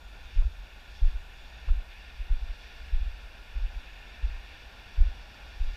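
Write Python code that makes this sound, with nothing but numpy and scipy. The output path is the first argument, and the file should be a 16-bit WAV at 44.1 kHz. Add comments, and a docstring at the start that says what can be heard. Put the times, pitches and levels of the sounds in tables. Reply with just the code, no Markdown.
"""A steam vent on open rocky ground roars, hisses and whistles from the start, as banded noise; its roar
swells as someone walks nearer. Microphone hiss, thin whines and a low handling rumble lie below.
Then footfalls reach the carried microphone through the body as deep decaying sways: heel, sole and a
smaller rebound, then a trembling of the hand. Twice a pebble knocks under the boot, as short
ringing modes in a scuff of grit. Two shifts of the grip add smaller thumps between steps."""
import sys
import numpy as np
from scipy import signal
from scipy.fft import rfft, irfft
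from scipy.io import wavfile

SR = 44100
rng = np.random.default_rng(int(sys.argv[2]) if len(sys.argv) > 2 else 0)


def log_audio(samples):
    """Write samples as a 16-bit WAV file to the path given in sys.argv[1]."""
    # one column per channel
    frames = np.atleast_2d(samples).T
    # limit to full scale, then quantise
    limited = np.clip(frames, -1, 1)
    pcm = np.round(limited * 32767).astype(np.int16)
    wavfile.write(sys.argv[1], SR, pcm)


N = 254016   # length in samples
TIME = np.arange(N) / SR   # s
FREQS = np.maximum(np.arange(N // 2 + 1) * SR / N, 1)   # Hz, kept above 0 for the logarithm


def from_db(db):
    """Decibels to gain."""
    return 10 ** (np.asarray(db) / 20)


def rms(x):
    """Root mean square."""
    return np.sqrt(np.mean(x ** 2) + 1e-20)


def in_time(rows):
    """Each level column of a table, joined by straight lines sample by sample."""
    times, *columns = np.transpose(rows)
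    return [np.interp(TIME, times, column) for column in columns]


def slope(points):
    """A spectrum in dB, joined by straight lines on a log-frequency axis."""
    hz, db = np.transpose(points)
    return np.interp(np.log(FREQS), np.log(hz), db)


def bell(offset, width):
    """A smooth hump of height 1, down to 1/e at the width on either side."""
    return np.exp(-(offset / width) ** 2)


def noise(gain):
    """Random noise shaped by a gain per frequency, brought to rms 1."""
    white = rng.standard_normal(N)
    shaped = irfft(rfft(white) * gain, N)
    return shaped / rms(shaped)


def drift(rate_hz):
    """Slow random wander of rms 1, changing about rate_hz times a second."""
    return noise(bell(FREQS, rate_hz))


# strength of the jet's finer eddies: t/s, hiss level/dB, sizzle level/dB
JET_LEVELS = [(0.0, -60.5, -69.5), (0.36, -55, -65), (0.48, -61, -68.4), (0.88, -55, -67.5),
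              (0.96, -56.5, -63.5), (1.28, -57.5, -69), (1.4, -56.5, -65.5), (1.68, -54.5, -67),
              (1.84, -59, -68), (1.92, -54, -65), (2.36, -57, -67), (2.68, -54.5, -62.5),
              (2.84, -55, -65.5), (3.48, -56.5, -66.5), (4.12, -53, -65.5), (4.68, -54.5, -64.5),
              (5.64, -55.5, -62.5), (5.76, -52.5, -62.5)]
# broad tilt of the steam noise: f/Hz, relative level/dB per Hz
STEAM_SPECTRUM = [(90, -3.5), (190, -3), (330, -6.5), (520, -5.5), (810, -1), (1080, -6.5), (1450, 2.5),
                  (2600, -0.5), (3200, -4), (3950, -11), (5600, -11.5), (6150, -20.5), (7800, -28.5),
                  (11000, -48)]
# peaks and hollows on that tilt: f/Hz, width/Hz, level/dB
STEAM_COLOUR = [(1257, 96, -9.5), (1450, 63, 0.5), (1589, 148, -5), (1995, 122, -13), (2250, 64, -6),
                (2390, 70, -0.5), (3103, 146, -8.5), (3570, 190, 4), (4265, 80, -5.5), (4630, 280, 4.5),
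                (4990, 140, -3), (7000, 220, -4)]


def steam(roar_db=-58, roar_db_per_s=0.41, upper_db=1.0, upper_db_per_s=-0.37, eddy_db=0.72, eddy_hz=14):
    """Jet turbulence: large eddies roar, small ones hiss, the finest sizzle; all share one colour."""
    spectrum_db = slope(STEAM_SPECTRUM)
    for hz, width_hz, db in STEAM_COLOUR:
        spectrum_db = spectrum_db + db * bell(FREQS - hz, width_hz)
    colour = from_db(spectrum_db)

    hiss, sizzle = in_time(JET_LEVELS)
    roar = roar_db + roar_db_per_s * TIME   # the deep part grows steadily as the vent comes nearer
    # eddies between hiss and sizzle follow both, but grow less
    upper = (hiss + sizzle) / 2 + upper_db + upper_db_per_s * TIME

    eddy_size = np.digitize(FREQS, [1600, 3120, 4300])   # band edges in Hz
    out = 0
    for size, level in enumerate([roar, hiss, upper, sizzle]):
        band = noise(colour * (eddy_size == size))
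        out = out + band * from_db(level + eddy_db * drift(eddy_hz))
    return out


# the breathy whistle coming and going: t/s, level/dB
WHISTLE_LEVEL = [(0, -78.5), (1.75, -79), (2.2, -94), (3.45, -91), (3.9, -79), (5.1, -88), (5.76, -79)]


def whistle(centre_hz=6720, width_hz=330, wander_hz=90, flutter_db=2.0):
    """A breathy band of the jet: slow noise carried on a tone that wavers in pitch."""
    level, = in_time(WHISTLE_LEVEL)
    turns = np.cumsum(centre_hz + wander_hz * drift(4.5)) / SR
    breath = noise(bell(FREQS, width_hz))
    band = np.sqrt(2) * breath * np.sin(2 * np.pi * turns)   # root 2 keeps rms 1
    return band * from_db(level + flutter_db * drift(31))


# tilt of the microphone hiss: f/Hz, relative level/dB per Hz
HISS_SPECTRUM = [(100, 0), (8000, 0), (11000, -3), (13500, -0.5), (14500, -4), (15300, -11)]
# faint steady electronic tones: f/Hz, rms level/dB
WHINE_TONES = [(9770, -101), (12228, -102), (13900, -94), (13950, -109)]


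def electronics(hiss_db=-71.0, flicker_db=0.5):
    """Nearly even microphone hiss with a few thin steady tones."""
    hiss = noise(from_db(slope(HISS_SPECTRUM))) * from_db(hiss_db + flicker_db * drift(12))
    whine = 0
    for hz, db in WHINE_TONES:
        whine = whine + np.sqrt(2) * from_db(db) * np.sin(2 * np.pi * hz * TIME)
    return hiss + whine


# tilt of the handling rumble: f/Hz, relative level/dB per Hz
RUMBLE_SPECTRUM = [(10, -9.5), (22, -3), (40, 0.5), (62, -1.5), (72, -11), (84, -18), (102, -18.5),
                   (120, -26), (250, -41), (1000, -90)]


def handling(rest_db=-48, stride_db=4, stride_s=0.097, waver_db=0.4):
    """The grip rumbles unevenly all the time, more around each footfall."""
    shaken = sum(bell(TIME - heel_s, stride_s) for heel_s, *_ in FOOTFALLS)
    level = rest_db + stride_db * shaken + waver_db * drift(8.8)
    return noise(from_db(slope(RUMBLE_SPECTRUM))) * from_db(level)


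def jolt(start_s, peak_db, sway_hz, t60_s, body_cut_hz=69.7, lowest_hz=20):
    """A jolt sets the arm swaying briefly; the soft body lets only the deepest shake through."""
    t = TIME[:SR // 2]
    sway = np.sin(2 * np.pi * sway_hz * t) * from_db(-60 * t / t60_s)
    body = signal.cheby1(6, 1, body_cut_hz, fs=SR, output="sos")
    low_cut = signal.butter(4, lowest_hz, "high", fs=SR, output="sos")
    shake = signal.sosfilt(np.vstack([body, low_cut]), sway)
    thump = -from_db(peak_db) * shake / np.abs(shake).max()
    return np.pad(thump, (round(start_s * SR), N))[:N]


# each step: heel t/s, heel peak level/dB, sway f/Hz, sole t/s after heel, sole peak level/dB,
# rebound t/s after heel, rebound peak level/dB, trembling level/dB
FOOTFALLS = [(0.35, -14.5, 32, 0.0093, -12, .086, -22, -29), (1.008, -10, 29.3, .011, -13, .12, -22, -35.5),
             (1.666, -15, 35, 0.0107, -11, .092, -24.5, -36.5),
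             (2.29, -14, 16, 0.026, -27, .112, -24, -39.5),
             (2.915, -14.5, 17, 0.015, -26.5, .131, -22, -29.5),
             (3.541, -24, 31.6, 0.06, -20.5, .203, -27, -35.5),
             (4.217, -18.5, 31, 0.018, -21, .105, -31, -38.5),
             (4.967, -10.2, 35.8, .011, -7.5, .075, -21.5, -31),
             (5.592, -17, 15, 0.012, -23.5, .09, -39, -31.5)]
# the grip shifting between footfalls: t/s, peak level/dB
GRIP_SHIFTS = [(2.183, -26.5), (2.476, -26)]


def thumps(sway_t60_s=0.1, grip_hz=38, grip_t60_s=0.066):
    """Heel and sole sway the arm; the rebound and each shift of the grip shake the hand for less time."""
    out = 0
    for heel_s, heel_db, sway_hz, sole_s, sole_db, rebound_s, rebound_db, _ in FOOTFALLS:
        out = out + jolt(heel_s, heel_db, sway_hz, sway_t60_s)
        out = out + jolt(heel_s + sole_s, sole_db, sway_hz, sway_t60_s)
        out = out + jolt(heel_s + rebound_s, rebound_db, grip_hz, grip_t60_s)
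    for shift_s, shift_db in GRIP_SHIFTS:
        out = out + jolt(shift_s, shift_db, grip_hz, grip_t60_s)
    return out


def tremble(centre_hz=45, width_hz=19, late_s=0.11, rise_s=0.07, t60_s=0.55):
    """The hand goes on trembling after each footfall, as deep noise that swells and slowly settles."""
    swell = 0
    for heel_s, *_, tremble_db in FOOTFALLS:
        age = TIME - heel_s - late_s   # s from the height of the swell
        rise = bell(np.minimum(age, 0), rise_s)
        swell = swell + rise * from_db(tremble_db - 60 * np.maximum(age, 0) / t60_s)
    return swell * noise(bell(FREQS - centre_hz, width_hz))


def grit(level_db=-55, centre_hz=1100, width_hz=750, late_s=0.0047, length_s=0.012):
    """Loose grit scuffs around each tipping pebble, as a soft puff of mid-range noise."""
    scuff = sum(bell(TIME - knock_s - late_s, length_s) for knock_s, _ in PEBBLES)
    return from_db(level_db) * scuff * noise(bell(FREQS - centre_hz, width_hz))


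# pebbles knocking under the boot: t/s, level/dB
PEBBLES = [(0.422, -44), (1.687, -38.5)]
# ringing modes of a pebble: f/Hz, level/dB relative to the knock, decay t60/s
PEBBLE_MODES = [(650, 2.5, 0.012), (910, -4, 0.0078), (1080, 6.5, 0.008), (1500, -10, 0.0072)]


def pebbles(contact_s=0.00069):
    """A stone tips against soft ground, which rounds its onset, and rings very briefly."""
    out = np.zeros(N)
    for knock_s, knock_db in PEBBLES:
        t = np.clip(TIME - knock_s, 0, 0.2)   # the ring has died away long before 0.2 s
        push = 1 - bell(t, contact_s)
        for hz, mode_db, t60_s in PEBBLE_MODES:
            decay = from_db(knock_db + mode_db - 60 * t / t60_s)
            out += push * decay * np.sin(2 * np.pi * hz * t)
    return out


def scene():
    """Open ground, no echoes: everything sums at one microphone."""
    vent = steam() + whistle()
    carried = electronics() + handling()
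    steps = thumps() + tremble() + grit() + pebbles()
    return (vent + carried + steps)[None]


def record(dry, cutoff_hz=15300):
    """A steep low-pass cuts off the top."""
    top_cut = signal.ellip(12, 0.1, 90, cutoff_hz, fs=SR, output="sos")
    return signal.sosfilt(top_cut, dry)


dry = scene()
out = record(dry)
log_audio(out)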